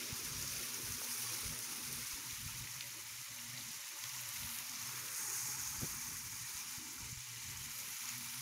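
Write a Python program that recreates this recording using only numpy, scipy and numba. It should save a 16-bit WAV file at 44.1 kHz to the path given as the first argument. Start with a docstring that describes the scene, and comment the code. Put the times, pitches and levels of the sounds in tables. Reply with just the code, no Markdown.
"""A garden hose sprays a dry shrub and the paving under it in a walled courtyard, heard from the hand that holds it.
Thousands of noise-like drop impacts a second and ringing bubbles gurgle, patter, splash and fizz over a low thrum.
Slugs of water slap as bursts of filtered noise, stiff leaves tick, glugs ring low and one fat drop plops.
Gusts rumble as noise and wind buffets push as short low swings on the microphone; the hand bumps it once with
low pushes and dull noise, and a machine's wavering tones hum faintly far off.
"""
import sys
import numpy as np
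from scipy import signal
from scipy.fft import rfft, irfft
from scipy.io import wavfile
from scipy.ndimage import uniform_filter1d
from numba import njit

SR = 44100
rng = np.random.default_rng(int(sys.argv[2]) if len(sys.argv) > 2 else 0)


def inscribe(sig):
    """Save sig as 16-bit PCM at rate SR to the path in sys.argv[1].

    A 1-D sig is mono; a 2-D sig holds one channel per row.
    Samples are clipped to [-1, 1] before scaling.
    """
    pcm = np.round(np.clip(np.atleast_2d(sig).T, -1, 1) * 32767)
    wavfile.write(sys.argv[1], SR, pcm.astype(np.int16))


N = 370973  # length of the scene in samples


def undb(db):
    """Decibels to gain."""
    return 10 ** (np.asarray(db) / 20)


def unit(x):
    """Scale to rms 1."""
    return x / np.sqrt(np.mean(x ** 2))


def curves(table):
    """Each column of a table after the time, joined by straight lines."""
    s, *columns = np.transpose(table)
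    t = np.arange(N) / SR
    return [np.interp(t, s, column) for column in columns]


def noise(length=N):
    """White noise."""
    return rng.standard_normal(length)


def band(x, lo_hz, hi_hz, order=2):
    """Butterworth band-pass."""
    edges = [lo_hz, min(hi_hz, 0.49 * SR)]
    return signal.sosfilt(signal.butter(order, edges, "band", fs=SR, output="sos"), x)


@njit
def svf(x, hz, width_hz):
    """State-variable band-pass with a moving centre, gain 1 at the centre."""
    y, band_state, low_state = np.empty(len(x)), 0., 0.
    for i in range(len(x)):
        g, damping = np.tan(np.pi * hz[i] / SR), width_hz / hz[i]
        v = (band_state + g * (x[i] - low_state)) / (1 + g * (g + damping))
        band_state = 2 * v - band_state
        low_state += 2 * g * v
        y[i] = damping * v
    return y


def colour(x, spectrum, size=2048):
    """Ring x through the minimum-phase response that has this spectrum."""
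    hz, db = np.transpose(spectrum)
    bin_hz = np.arange(size // 2 + 1) * SR / size
    log_gain = np.log(undb(np.interp(np.log(bin_hz + 1), np.log(hz), db)))
    # folding the cepstrum forward in time makes the response causal
    cepstrum = irfft(log_gain)
    cepstrum[1:size // 2] *= 2
    cepstrum[size // 2 + 1:] = 0
    response = irfft(np.exp(rfft(cepstrum)))
    return signal.fftconvolve(x, response)[:N]


def walk(rate):
    """Random levels drawn rate times a second, smoothed into slopes; rms 1."""
    k = max(int(SR / rate), 2)
    steps = np.repeat(noise()[:N // k + 1], k)
    return unit(uniform_filter1d(steps, k)[:N])


def add(out, s, sound):
    """Mix a short sound in at time s."""
    i = max(int(s * SR), 0)
    out[i:i + len(sound)] += sound[:max(N - i, 0)]


def drops(per_s, scatter_db):
    """Impacts at random moments and of either sign: many small ones, a few large."""
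    size = undb(scatter_db * np.minimum(rng.exponential(size=N), 6))
    lands = rng.random(N) < per_s / SR
    return unit(lands * size * rng.choice([-1, 1], N))


def bubbles(lo_hz, hi_hz, per_s, cycles, scatter_db, glide):
    """Tiny air pockets in the water film ring, die away over some cycles and rise in pitch."""
    out = np.zeros(N)
    for when, pitch, size in rng.random((int(per_s * N / SR), 3)):
        hz = lo_hz * (hi_hz / lo_hz) ** pitch
        turn = np.arange(int(4 * cycles * SR / hz)) * hz / SR
        rising = turn * (1 + glide * turn / cycles / 2)
        ring = np.sin(2 * np.pi * rising) * np.exp(-turn / cycles)
        gain = undb(-scatter_db * np.log(max(size, np.exp(-4))))
        add(out, when * N / SR, gain * ring)
    return unit(out)


# Colour of a drop on bare paving: (frequency [Hz], level [dB])
PAVING_COLOUR = [(470, -36), (800, 1.5), (940, -10), (1700, -13), (1950, -11), (2440, -15), (2660, -18),
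                 (2980, -23.5), (3410, -23), (4160, -15.5), (6590, 10), (7840, -5), (9680, -13),
                 (13400, -26), (15500, -20)]
# Colour of a drop on dry outer leaves: (frequency [Hz], level [dB])
LEAF_COLOUR = [(470, 4), (800, -6), (917, -6.5), (1380, -4.5), (1840, -9), (2270, -4), (3290, -8),
               (3960, -5.5), (4480, -3.5), (5820, 2.5), (6670, 1.5), (7930, -9), (9680, -5), (14700, -10.5),
               (15500, -2)]
# Colour of a drop deep in the crown: (frequency [Hz], level [dB])
CROWN_COLOUR = [(470, -36), (800, 21.5), (1000, 4.5), (1600, -7.5), (2030, 2.5), (2540, -12), (2980, 0),
                (3370, -11), (4270, -3), (5080, -9.5), (6590, 5.5), (7550, 3.5), (8230, -5), (9920, -13),
                (15500, -24)]


def shower(impacts, lo_hz, hi_hz, place):
    """One size of drop sounds in its own range, crossfaded between the surfaces under the jet."""
    sound = band(impacts, lo_hz, hi_hz, order=6)
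    mix = 0
    for k, surface in enumerate((PAVING_COLOUR, LEAF_COLOUR, CROWN_COLOUR)):
        share = np.clip(1 - abs(np.clip(place, 0, 2) - k), 0, 1)
        mix = mix + np.sqrt(share) * unit(colour(sound, surface))
    return mix


# How hard the water lands: (time [s], level [dB])
FLOW_LEVEL = [(0, -42.5), (0.55, -41.5), (0.9, -42.5), (1.35, -40.5), (1.5, -43), (2.0, -43.5),
              (2.3, -45.5), (2.95, -48.5), (3.95, -47), (4.15, -45.5), (4.55, -45.5), (4.8, -44),
              (5.1, -45.5), (5.35, -42.5), (5.9, -44.5), (6.35, -47), (6.52, -45), (6.8, -46),
              (7.15, -48.5), (7.95, -46), (8.08, -44.5), (8.2, -46), (8.41, -44.5)]
# Where the jet lands: (time [s], place [0 paving, 1 dry outer leaves, 2 deep in the crown])
JET_AIM = [(0, 1), (2, 1), (2.7, 1.07), (3.8, 1.12), (4.6, 1.03), (5.08, 0.85), (5.24, 0.39), (5.8, 0.77),
           (6.25, 0.78), (6.55, 0.89), (6.8, 1.13), (7.5, 1.19), (8.41, 0.98)]
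# Treble of the spray: (time [s], fizz gain [dB], extra gain of the finest mist [dB])
MIST_LEVEL = [(0, -3, -0.5), (.5, -1.5, 1), (1.0, 1, -1.5), (1.2, 2.6, -3.5), (1.55, 1, -4),
              (2.7, 0.5, 0.5), (3.8, 0, -0.5), (4.35, -1, 4), (4.55, 2, 3), (4.76, -4.5, 1.5),
              (4.92, -1.5, 4), (5.2, 2, -0.5), (5.45, -1.5, 2.5), (5.66, -3, 3.5), (5.85, -1, 3.5),
              (6.7, 0.5, -3), (7.3, 0.5, -2), (7.6, 1.5, 0), (7.8, 0, 4), (8.0, 0.5, 0), (8.41, 0, 0)]
# The jet churns the wet foot of the shrub: (time [s], gurgle gain [dB], patter gain [dB])
CHURN_LEVEL = [(0, -1, 0), (.45, -0.5, -2), (.62, 1, -0.5), (1.1, 0, -2), (1.35, 0, -1), (3, 0.5, 1),
               (3.4, 0, .7), (4.2, 1, 0.4), (4.56, 2, 2), (4.7, -1.5, -0.5), (4.95, 4, 0.5), (5.25, 1, 1),
               (5.4, -2, -0.5), (5.65, -0.5, -1), (6.2, 0, -1), (6.5, -0.5, 0), (6.98, 0, -3.5),
               (7.06, 0, -1), (7.35, -2.5, 0.5), (7.5, 1, 0.5), (8.41, 0.5, 0)]
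# Share of each drop size by surface: (on paving [dB], on outer leaves [dB], in the crown [dB])
GURGLE_SHARE = (-10.5, -14.5, -18)
PATTER_SHARE = (-18, -8.5, -12.5)
SPLASH_SHARE = (-2.5, -5, -7.5)
FIZZ_SHARE = (-4, -5, -10)


def spray(splutter_db=1.59, churn_takes=0.15):
    """The jet lands in lumps shared by four drop sizes; the surface sets their mix, and churning robs the splash."""
    flow_db, = curves(FLOW_LEVEL)
    place, = curves(JET_AIM)
    fizz_db, mist_db = curves(MIST_LEVEL)
    churn_db, patter_db = curves(CHURN_LEVEL)
    lumps_db = splutter_db * (0.092 * walk(15) + 0.49 * walk(45) + 0.16 * walk(130) + 0.43 * walk(600))

    # impacts of each size; all but the finest also trap bubbles
    core = drops(8000, 1.2) * undb(0.24 * lumps_db)
    core = core + undb(-15) * bubbles(811.2, 1724, 150, 17.6, 1.7, glide=0.0525)
    big = drops(9000, 2.2) * undb(0.55 * lumps_db)
    big = big + undb(-14) * bubbles(1710, 4390, 250, 21.7, 1.73, glide=0.04)
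    middling = drops(13000, 2.7) * undb(0.79 * lumps_db + 0.35 * walk(80))
    middling = middling + undb(-14) * bubbles(4370, 8034, 200, 31, 1.5, glide=0.017)
    fine = drops(12000, 2.1) * undb(lumps_db + 0.2 * walk(60))
    # the finest mist flickers by itself
    mist_gain = undb(mist_db + walk(160))
    fine = fine + band(fine, 11200, 14700, order=1) * (mist_gain - 1)

    def share(surfaces_db):
        return undb(np.interp(place, np.arange(3), surfaces_db))

    gurgle = shower(core, 764, 1816, place) * share(GURGLE_SHARE) * undb(churn_db)
    patter = shower(big, 1646, 4294, place) * share(PATTER_SHARE) * undb(patter_db)
    splash = shower(middling, 4320, 8720, place) * share(SPLASH_SHARE)
    fizz = shower(fine, 8560, 15050, place) * share(FIZZ_SHARE) * undb(fizz_db)
    treble = (splash + fizz) * undb(-churn_takes * churn_db)
    return (gurgle + patter + treble) * undb(flow_db)


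# A hollow below the patter: (time [s], centre before wander [Hz])
HOLLOW_PITCH = [(0, 760), (1.5, 710), (2.3, 607), (2.7, 516), (4.4, 453), (4.85, 483), (5.08, 750),
                (5.77, 520), (7.2, 600), (8.41, 460)]


def hollow(x, width_hz=350.0, depth=0.76, wander_octaves=0.16):
    """Scoop a wandering dip out of the low middle by subtracting a band-passed copy."""
    centre_hz, = curves(HOLLOW_PITCH)
    centre_hz = centre_hz * 2 ** (wander_octaves * walk(7.4))
    return x - depth * svf(x, centre_hz, width_hz)


# Low body of the water: (time [s], level [dB], centre before wander [Hz])
THRUM_BODY = [(0, -58.5, 370), (1.1, -63, 360), (1.7, -60, 325), (2.35, -67.5, 253), (3.1, -71, 258),
              (3.5, -64.5, 199), (4.1, -67, 200), (4.6, -67.5, 214), (5.4, -64, 218), (6.1, -66, 199),
              (6.55, -66, 210), (7.1, -69, 179), (8.41, -68, 198)]


def thrum(width_hz=500.0, lumpy_db=5.5, wander_octaves=0.56):
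    """The low body of the water: lumpy noise through two resonances in a row at a wandering pitch."""
    level_db, centre_hz = curves(THRUM_BODY)
    centre_hz = centre_hz * 2 ** (wander_octaves * np.tanh(walk(18)))
    lumps = band(noise(), 110, 1000, order=3) * undb(lumpy_db * np.tanh(walk(35)))
    body = svf(svf(lumps, centre_hz, width_hz), centre_hz, width_hz)
    return unit(body) * undb(level_db)


# Gusts over the microphone: (start [s], length [s], added rumble level [dB], flutter level [dB])
GUST_EVENTS = [(0.257, 0.36, -56.5, -72), (0.854, 0.12, -61, -65), (1.436, 0.11, -52, -82),
               (1.84, 0.25, -61.5, -74), (2.392, 0.26, -55.5, -76), (4.374, 0.12, -62, -78),
               (5.604, 0.42, -63, -63), (6.043, 0.4, -63.5, -81), (6.984, 0.15, -60, -68),
               (7.444, 0.29, -59.5, -75)]


def breeze(calm_db=-73, attack_s=0.069, release_s=0.054, uneven_db=3.5, flutter_hz=240):
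    """Gusts rise, hold and die back to calm; large eddies rumble on the microphone, small ones flutter."""
    t = np.arange(N) / SR
    large, small = undb(calm_db), 0
    for s, length_s, rumble_db, flutter_db in GUST_EVENTS:
        rise, fall = (t - s) / attack_s, (s + length_s - t) / release_s
        swell = np.clip(np.minimum(rise, fall) + 0.5, 0, 1)
        large = large + swell * undb(rumble_db)
        small = small + swell * undb(flutter_db)
    pressure = np.tanh(2 * unit(band(noise(), 44.5, 147)))
    rumble = unit(band(pressure, 46, 196) * undb(uneven_db * np.tanh(walk(25))))
    flutter_pitch = flutter_hz * 2 ** (0.17 * walk(23))
    eddies = svf(band(noise(), 100, 500, order=3), flutter_pitch, 92.0)
    flutter = unit(eddies * undb(9.9 * np.tanh(walk(24))))
    return large * rumble + small * flutter


def tone(hz, drift_hz, rough):
    """A drifting line, roughened in level and phase by its way through moving air."""
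    phase = 2 * np.pi * np.cumsum(hz + drift_hz * walk(14)) / SR
    fading = undb(rough * (7.6 * np.tanh(walk(17)) + 9.5 * np.tanh(walk(47))))
    return unit(fading * np.sin(phase + rough * walk(35)))


# The distant hum swells and fades: (time [s], hum level [dB], octave level [dB])
HUM_LEVEL = [(0, -72, -64.5), (0.3, -55, -64.5), (0.75, -67, -66), (0.9, -55.5, -62), (1.08, -68, -57),
             (1.3, -57, -72.5), (1.5, -64, -64), (1.7, -68, -67), (2.0, -64, -63.5), (2.15, -66.5, -72),
             (2.45, -63, -69.5), (2.9, -61.5, -80.5), (3.1, -66, -81), (3.5, -60, -64), (3.7, -64, -67),
             (3.9, -78, -86), (4.05, -61, -89), (4.25, -63, -85), (4.4, -62, -67), (4.65, -74, -66),
             (4.9, -63, -68), (5.1, -68, -80), (5.28, -59, -82), (5.55, -59.5, -68.5), (6.2, -67, -67),
             (6.45, -65.5, -84), (6.68, -69, -75), (6.9, -77, -61), (7.05, -58, -71.5), (7.32, -60, -83),
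             (7.52, -63.5, -72), (7.95, -71, -71), (8.18, -62, -65.5), (8.41, -60, -72)]
# The machine's thin tones: (time [s], middle tone level [dB], whine level [dB])
WHINE_LEVEL = [(0, -88, -84), (2.3, -90, -78), (2.7, -77, -81), (4.1, -77, -72), (4.7, -77, -67.5),
               (5.3, -90, -68), (8.41, -96, -66)]


def machine(waver_db=0.1):
    """A hum and its near octave waver apart, under a faint middle tone and a thin whine."""
    hum_db, octave_db = curves(HUM_LEVEL)
    middle_db, whine_db = curves(WHINE_LEVEL)
    hum = tone(121, 4, 0.65) * undb(hum_db + waver_db * np.tanh(walk(6.6)))
    octave = tone(240.5, 2, 0.55) * undb(octave_db + waver_db * np.tanh(walk(6.6)))
    middle = tone(574, 3, 0.8) * undb(middle_db)
    whine = tone(2352.3, 1.3, 0.27) * undb(whine_db)
    return (hum + octave) * dips() + middle + whine


# Hollow glugs as water pours into a pocket: (centre time [s], length [s], level [dB], centre [Hz])
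GLUG_EVENTS = [(0.032, .1, -59, 350), (0.22, .09, -59, 330), (0.552, .12, -67, 560),
               (0.802, 0.17, -60.5, 380), (1.336, .1, -65, 470), (2.199, 0.17, -64, 292),
               (2.98, 0.073, -64.5, 336), (3.946, .07, -68.5, 348), (4.65, .4, -73, 724),
               (5.08, 0.25, -68.5, 507), (5.308, 0.096, -62.5, 380), (6.876, 0.17, -61.5, 295),
               (7.67, 0.094, -64, 230), (7.81, 0.12, -71, 550), (8.196, 0.15, -63, 214)]


def glugs(spread=1.147):
    """Water churns in a pocket, which rings roughly around one low pitch, swelling and fading."""
    out, t = np.zeros(N), np.arange(-SR // 2, SR // 2) / SR
    for s, length_s, db, hz in GLUG_EVENTS:
        ring = np.tanh(unit(band(noise(len(t)), hz / spread, hz * spread)))
        swell = np.exp(-(2 * t / length_s) ** 2)
        glug = undb(db) * swell * unit(ring)
        add(out, s + t[0], glug[s + t >= 0])  # leave out what falls before the start
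    return out


# Single low pushes on the microphone: wind buffets, and at 5.83 s the thump of the hand's bump:
# (centre time [s], level [dB], pitch [Hz])
PUSH_EVENTS = [(0.13, -35.5, 114), (0.908, -45, 105), (1.463, -40.5, 73), (1.529, -46, 105),
               (2.14, -49, 59), (2.332, -47, 85), (2.465, -40, 118), (4.447, -39.5, 100), (5.792, -44, 80),
               (5.833, -31.5, 131), (5.8452, -41, 150), (6.09, -47, 115), (6.554, -50, 83),
               (6.783, -44.5, 115), (7.03, -46, 74.4), (7.13, -40, 125), (7.177, -46.5, 70),
               (7.613, -47, 93)]


def pushes(cycles=0.29):
    """A wind buffet or the hand's thump swings the diaphragm for an uneven cycle or two, from a random phase."""
    out, t = np.zeros(N), np.arange(-SR // 16, SR // 16) / SR
    for s, db, hz in PUSH_EVENTS:
        phase = 2 * np.pi * rng.random()
        swell = 1 / np.cosh(np.clip(hz * t / cycles, -20, 20))
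        push = np.sin(2 * np.pi * hz * t + phase) * swell
        add(out, s + t[0], undb(db) * push)
    return out


# Slugs of water slapping down: (time [s], level before trim [dB], splash centre [Hz])
SLUG_EVENTS = [(0.424, -30, 6460), (0.4752, -30, 5760), (0.743, -30, 6270), (0.921, -31, 6200),
               (1.042, -31, 6200), (2.109, -34, 6320), (4.038, -32.5, 6370), (4.0903, -30, 6300),
               (4.258, -37, 6500), (4.326, -36, 6500), (4.586, -31, 6200), (4.694, -31, 6230),
               (4.7576, -35, 5860), (5.645, -37, 5850), (5.674, -29, 6400), (7.204, -36, 6400),
               (7.5721, -38, 6680), (7.9662, -33, 6030), (8.054, -33, 5940), (8.0894, -29.5, 6500)]


def slugs(rise_s=0.0013, spread=1.12, fizz_db=-6, trim_db=-9):
    """Each slug bursts into a quick cloud of droplets, with a broader fizz mixed in."""
    out, t = np.zeros(N), np.arange(SR // 20) / SR
    swell = t / rise_s * np.exp(1 - t / rise_s)
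    for s, db, hz in SLUG_EVENTS:
        cloud = noise(len(t))
        splash = unit(band(cloud, hz / spread, hz * spread))
        fizz = unit(band(cloud, 3800, 15000, order=1))
        add(out, s, undb(db + trim_db) * swell * (splash + undb(fizz_db) * fizz))
    return out


# Single sharp drops on stiff leaves:
# (time [s], peak before trim [dB], ring centre [Hz], rustle decay [s], width [octaves])
TICK_EVENTS = [(0.442, -37.5, 1400, 0.0027, 0.89), (0.478, -29, 5430, .004, .7),
               (1.044, -32, 4500, .002, .6), (1.59, -23, 10500, .001, 1.2), (1.928, -26, 10500, .001, 1),
               (2.309, -34, 4100, .0015, 0.84), (2.569, -31, 11000, .001, 1), (2.622, -35, 4300, .002, .7),
               (2.671, -35.5, 2230, .004, 0.66), (2.8079, -28, 3100, .0025, 1.3),
               (3.0368, -31, 13000, .0007, .7), (3.066, -39, 4360, .002, .4), (3.575, -33, 4200, .004, 0.3),
               (3.608, -36.5, 4100, .003, .4), (3.706, -35, 4800, .002, .45), (4.039, -30, 2900, .002, 1.1),
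               (4.051, -36, 1800, .005, 1.9), (4.2116, -25, 11000, .001, 1), (4.2896, -25, 9500, .0006, 1),
               (4.3622, -26, 6060, .0014, 2), (4.431, -35, 2580, .004, 0.85), (4.587, -28, 10500, .0012, 1),
               (4.596, -36, 2300, .003, .6), (4.872, -30, 9700, .001, .6), (4.892, -34, 1700, .002, 1.6),
               (5.148, -29, 8000, .001, 1.3), (6.979, -45.5, 1200, 0.0069, 0.73),
               (7.042, -40, 2500, .003, 0.53), (7.36, -35, 2300, .001, 1.6), (7.388, -39, 2900, .002, 0.84),
               (7.561, -38, 1900, .002, 1.4), (8.09, -34, 2000, .004, 1.4), (8.18, -27, 11500, .001, 1),
               (8.3467, -29, 11000, .001, 1), (8.393, -27, 10500, .001, 1)]


def ticks(rustle=0.45, trim_db=-4.5):
    """A sharp contact and its dying rustle ring a stiff leaf: narrow bands have a pitch, wide ones click."""
    out, t = np.zeros(N), np.arange(SR // 30) / SR
    for s, db, hz, decay_s, octaves in TICK_EVENTS:
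        contact = (t == 0) + rustle * noise(len(t)) * np.exp(-t / decay_s)
        spread = 2 ** (octaves / 2)
        ring = band(contact, hz / spread, hz * spread)
        add(out, s, undb(db + trim_db) * ring / abs(ring).max())
    return out


def courtyard(x, t60_s=0.12, wet_db=-12):
    """The walls send back a short, duller wash: decaying filtered noise that starts after 12 ms."""
    t = np.arange(SR // 2) / SR
    echo = band(noise(len(t)), 700, 8000, order=1) * undb(-60 * t / t60_s) * (t > 0.012)
    echo = echo / np.sqrt(np.sum(echo ** 2))
    return x + undb(wet_db) * signal.fftconvolve(x, echo)[:N]


def plop(at_s=1.0178, level_db=-37, hz=980):
    """One fat drop lands close by: a single swing of pressure, with hardly any ring."""
    turn = 2 * np.pi * hz * (np.arange(N) / SR - at_s)
    return undb(level_db) * turn * np.exp((1 - turn ** 2) / 2)


# The low end sinks briefly: (centre time [s], length [s])
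DIP_EVENTS = [(2.078, 0.066), (3.257, 0.047), (3.876, 0.28), (5.17, 0.039), (7.247, 0.098), (7.984, 0.07)]


def dips(depth_db=-12):
    """Gain of the low end: it sinks smoothly and comes back."""
    t = np.arange(N) / SR
    sunk = sum(np.exp(-(2 * (t - s) / length_s) ** 2) for s, length_s in DIP_EVENTS)
    return undb(depth_db * sunk)


def knock(at_s=5.836, level_db=-44.5, length_s=0.04):
    """The rough part of the hand's bump: dull noise swells quickly, holds for a few hundredths of a second and stops."""
    t = np.arange(N) / SR - at_s
    swell = np.exp(-(2 * t / length_s) ** 4)
    return undb(level_db) * swell * unit(band(noise(), 130, 356))


def scene():
    """Water in the courtyard, wind, the hand's bump and hum, the same in both channels."""
    water_and_wind = hollow(spray() + (thrum() + breeze()) * dips())
    impacts = courtyard(slugs() + ticks() + plop())
    mono = water_and_wind + impacts + glugs() + pushes() + knock() + machine()
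    return np.array([mono, mono])


def record(dry, top_hz=15700):
    """The recorder cuts the top steeply."""
    return signal.sosfilt(signal.ellip(12, 0.1, 80, top_hz, fs=SR, output="sos"), dry)


dry = scene()
out = record(dry)
inscribe(out)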